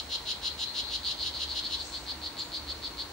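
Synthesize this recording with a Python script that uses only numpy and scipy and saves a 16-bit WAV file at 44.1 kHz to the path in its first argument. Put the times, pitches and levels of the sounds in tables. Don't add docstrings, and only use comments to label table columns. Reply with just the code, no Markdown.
import sys
import numpy as np
from scipy import signal
from scipy.fft import rfft, irfft
from scipy.io import wavfile
from scipy.ndimage import uniform_filter1d, map_coordinates

SR = 44100
rng = np.random.default_rng(int(sys.argv[2]) if len(sys.argv) > 2 else 0)


def generate_wav(sig):
    pcm = np.round(np.clip(np.atleast_2d(sig).T, -1, 1) * 32767).astype(np.int16)
    wavfile.write(sys.argv[1], SR, pcm)


N = 137592
T, HZ = np.arange(N) / SR, np.fft.rfftfreq(N, 1 / SR)


def amp(db):
    return 10 ** (np.asarray(db) / 20)


def unit(x):
    return x / np.sqrt(np.mean(x ** 2) + 1e-20)


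def read_curve(points, hz):
    f, value = np.transpose(points)
    return np.interp(np.log(hz + 1), np.log(f + 1), value)


def read_time(points):
    return amp(np.interp(T, *np.transpose(points)))


def pan(db):
    return amp([[db / 2], [-db / 2]])


def noise(gain, same):
    a, b = rfft(rng.standard_normal((2, N)))
    same = np.clip(same, -1, 1)
    right = same * a + np.sqrt(1 - same ** 2) * b
    return unit(irfft(np.array([a, right]) * gain, N))


def band(hz, width_hz):
    return 1 / (1 + ((HZ - hz) / (width_hz / 2)) ** 2 / 2)


def click(colour, size=2048):
    hz = abs(np.fft.fftfreq(size, 1 / SR))
    log_gain = np.log(amp(read_curve(colour, hz)))
    spectrum = np.exp(np.conj(signal.hilbert(log_gain)))
    ring = np.fft.ifft(spectrum).real[:size // 8]
    return ring / np.linalg.norm(ring)


CLICK_SPREAD_DB, GAP_JITTER = 0.6, .025
SAC_RISE, SAC_WOBBLE = .025, 0.012


def notes(rows, course, colour):
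    out, ring = np.zeros(N), click(colour)
    sample = np.arange(len(ring))
    share, gap_ms, strength_db = np.transpose(course)
    for start, length, level_db in rows:
        t = 0
        for loud, late, wobble in rng.standard_normal((32, 3)):
            if t > length:
                break
            done = t / length
            at = round((start + t) * SR) - len(ring) // 16
            if 0 <= at < N - len(ring):
                speed = 1 + SAC_RISE * (done - .5) + SAC_WOBBLE * wobble
                snap = map_coordinates(ring, [sample * speed], order=3)
                click_db = np.interp(done, share, strength_db) + CLICK_SPREAD_DB * loud
                out[at:at + len(ring)] += snap * amp(level_db + click_db)
            t += np.interp(done, share, gap_ms) / 1000 * (1 + GAP_JITTER * late)
    return out


def ringing(x, hz, width_hz, db):
    b, a = signal.iirpeak(hz, hz / width_hz, fs=SR)
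    return x + amp(db) * signal.lfilter(b, a, x)


# (frequency [Hz], time to fall 60 dB [s])
FOREST_FADE = [(2500, 0.18), (4200, .36), (6000, 0.16), (11000, 0.16)]


def forest(x, pan_db, echo_s, echo_db, litter_s, litter_db, tail_db):
    t = T[:SR // 2]
    litter, trees = rng.standard_normal((2, 2, len(t)))
    litter = litter * np.exp(-t / litter_s) * (t > .0006)
    hz, age, z = signal.stft(trees, SR, nperseg=256)
    fade = amp(-60 * age / read_curve(FOREST_FADE, hz)[:, None])
    trees = signal.istft(z * fade, SR)[1][:, :len(t)]
    trees = trees * (1 - np.exp(-t / 0.0048))
    litter = amp(litter_db) * litter / np.linalg.norm(litter, axis=1, keepdims=True)
    trees = amp(tail_db) * trees / np.linalg.norm(trees, axis=1, keepdims=True)
    paths = litter + trees
    paths[[0, 1], [0, 1]] += 1
    paths[[0, 1], round(echo_s * SR) + np.arange(2)] += amp(echo_db)
    return pan(pan_db) * signal.fftconvolve(x[None], paths, axes=1)[:, :N]


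# (start [s], length [s], relative level [dB])
LOW_NOTES = [(-.062, 0.063, 6), (.094, 0.065, 0), (.255, 0.069, 0.5), (.417, .066, 0), (.578, 0.065, -0.5),
             (.739, .07, 0), (.898, .068, -.5), (1.054, .069, -1), (1.218, .068, -1), (1.379, 0.063, -1),
             (1.533, .066, -1), (1.687, 0.067, -1.5)]
# (share of the note's length [0-1], gap to the next click [ms], click strength [dB])
LOW_COURSE = [(0, 5, -11.5), (.2, 4.5, -5.5), (.45, 3.8, -1), (.65, 3.2, 0), (.9, 2.9, 1), (1, 2.8, -2.5)]
# (frequency [Hz], relative level [dB])
LOW_COLOUR = [(1500, -54), (2400, -27), (2750, -9.5), (3230, -2), (3650, -6.5), (4030, 0), (4600, -8),
              (5100, -9.5), (5400, -16.5), (5750, -15.5), (6100, -20), (6500, -16), (7100, -22.5),
              (8000, -32.5), (9500, -30.5), (10600, -24.5), (11600, -51), (15000, -55)]


def low_frog(level_db=-13.5):
    calls = ringing(notes(LOW_NOTES, LOW_COURSE, LOW_COLOUR), hz=4015, width_hz=130, db=-4)
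    return amp(level_db) * forest(calls, pan_db=0.2, echo_s=0.00119, echo_db=-14.5,
                                  litter_s=0.0096, litter_db=0.5, tail_db=-5)


# (start [s], length [s], relative level [dB])
HIGH_NOTES = [(.737, 0.052, -6), (.886, 0.055, -6.5), (1.033, 0.055, 2.5), (1.1812, 0.059, 1),
              (1.331, 0.048, -1), (1.478, 0.055, -.5), (1.628, 0.05, 0.5), (1.774, 0.057, -2),
              (1.9204, 0.059, -2), (2.0658, 0.058, -.5), (2.217, 0.062, -1.5), (2.3693, .059, -0.5),
              (2.5195, 0.061, 0.5), (2.6699, 0.057, -1.5), (2.8199, 0.06, -1.5), (2.9725, 0.054, -0.5),
              (3.116, 0.046, -3)]
# (share of the note's length [0-1], gap to the next click [ms], click strength [dB])
HIGH_COURSE = [(0, 8.8, -6), (.15, 6.8, -4.5), (.27, 5.3, -2), (.38, 4.5, -.3), (.75, 4.25, .6),
               (.9, 3.2, -.3), (1, 2.7, -6)]
# (frequency [Hz], relative level [dB])
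HIGH_COLOUR = [(1500, -57), (2600, -34), (3100, -11.5), (3750, -4), (4380, 3), (4750, -5.5), (5200, -19.5),
               (6000, -25), (7500, -31), (9500, -33), (12000, -51)]


def high_frog(level_db=-13.5):
    calls = notes(HIGH_NOTES, HIGH_COURSE, HIGH_COLOUR)
    return amp(level_db) * forest(calls, pan_db=1.2, echo_s=.0036, echo_db=-9,
                                  litter_s=0.0062, litter_db=-1.5, tail_db=-8)


# (start [s], length [s], relative level [dB])
FAR_NOTES = [(.478, 0.041, -1.5), (.652, 0.061, 1), (.822, 0.072, 1)]
# (frequency [Hz], relative level [dB])
FAR_COLOUR = [(2000, -59), (3200, -24), (3850, -12), (4190, 3), (4500, -11.5), (5200, -31), (8000, -43)]


def far_frog(level_db=-20.5):
    calls = notes(FAR_NOTES, HIGH_COURSE, FAR_COLOUR)
    return amp(level_db) * forest(calls, pan_db=5.0, echo_s=.002, echo_db=-12,
                                  litter_s=0.0054, litter_db=0.5, tail_db=-3)


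def chorus(count=4, period_s=0.17, level_db=-34):
    starts = np.arange(0, N / SR, period_s)
    rates, offsets = rng.uniform(0.99, 1.08, count), rng.uniform(-1.1, 0, count)
    calls = np.zeros(N)
    for rate, offset in zip(rates, offsets):
        rows = [(s * rate + offset * period_s, .06, 0) for s in starts]
        calls += notes(rows, HIGH_COURSE, FAR_COLOUR)
    return amp(level_db) * forest(calls / np.sqrt(count), pan_db=0, echo_s=.003, echo_db=-12,
                                  litter_s=.008, litter_db=0, tail_db=2)


# (time [s], level [dB])
RUSTLE = [(1.76, -64), (1.82, -54), (1.87, -47.5), (1.94, -52), (2.05, -59), (2.2, -90)]
# (frequency [Hz], relative level [dB])
RUSTLE_COLOUR = [(3000, -30), (5200, -0.5), (6800, 0), (8500, -0.5), (9100, -24), (14000, -32)]


def rustle(grain_db=1.5):
    grain = unit(uniform_filter1d(rng.standard_normal(N), size=120))
    swish = noise(amp(read_curve(RUSTLE_COLOUR, HZ)), 0.22)
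    return pan(4.7) * read_time(RUSTLE) * amp(grain_db * grain) * swish


# (centre time [s], half length [s], level [dB])
CHIRPS = [(.607, 0.015, -50), (2.397, .011, -48.5), (2.446, 0.024, -57), (2.492, 0.016, -57)]


def insect(pan_db=8):
    level = sum(amp(db) * np.exp(-((T - s) / half) ** 2) for s, half, db in CHIRPS)
    return pan(pan_db) * level * noise(band(hz=7200, width_hz=420), 0.43)


# (frequency [Hz], relative level per Hz [dB])
AIR = [(20, -15), (42, -7), (55, 6), (75, 0), (100, 1.5), (180, -2.5), (320, -1), (550, -2.5), (790, -2.5),
       (920, 0.5), (1100, -4), (1800, -6), (2700, -8), (3500, -8), (4150, -3.5), (4700, -9), (5300, -11),
       (7000, -14.5), (9000, -18), (12000, -23), (14200, -25), (14900, -40)]
# (frequency [Hz], left-right likeness [0-1])
AIR_SAME = [(60, 1), (180, 0.84), (350, 0.77), (700, 0.66), (1400, 0.6), (3000, 0.15), (6000, 0.1),
            (12000, 0.047)]
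# (frequency [Hz], left minus right [dB])
AIR_BALANCE = [(60, 1), (380, -1.5), (900, 1), (1400, -1), (2400, 0), (4400, -2), (8000, 2), (14000, 1.5)]


def air(level_db=-45.5):
    tilt_db = np.array([[.5], [-.5]]) * read_curve(AIR_BALANCE, HZ)
    colour = amp(read_curve(AIR, HZ) + tilt_db)
    return amp(level_db) * noise(colour, read_curve(AIR_SAME, HZ))


# (frequency [Hz], width [Hz], level [dB])
HUMS = [(73, 3.1, -54), (54.8, 7.8, -58), (1086.7, 8.9, -64.5)]


def hums():
    return sum(amp(db) * noise(band(hz, width), 1) for hz, width, db in HUMS)


# (time [s], level [dB])
DRONE = [(0, -84), (.9, -61.5), (1.7, -58), (2.3, -55.5), (3.1, -56.5)]


def drone(hz=303.6, width_hz=17.24):
    waver = unit(uniform_filter1d(rng.standard_normal(N), size=700))
    turns = np.cumsum(hz + width_hz * waver) / SR
    return read_time(DRONE) * unit(np.sin(2 * np.pi * turns))


# (left [dB], right [dB])
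WHINE_DB = (-51.7, -61)


def whine(hz=15709.8):
    return np.outer(amp(WHINE_DB) * [1, -1], np.sin(2 * np.pi * hz * T))


def scene():
    frogs = low_frog() + high_frog() + far_frog() + chorus()
    background = air() + hums() + drone() + whine()
    return frogs + rustle() + insect() + background


def record(dry):
    low_pass = signal.firwin(801, 15900, window=("kaiser", 9), fs=SR)
    return signal.oaconvolve(dry, low_pass[None], "same")


dry = scene()
out = record(dry)
generate_wav(out)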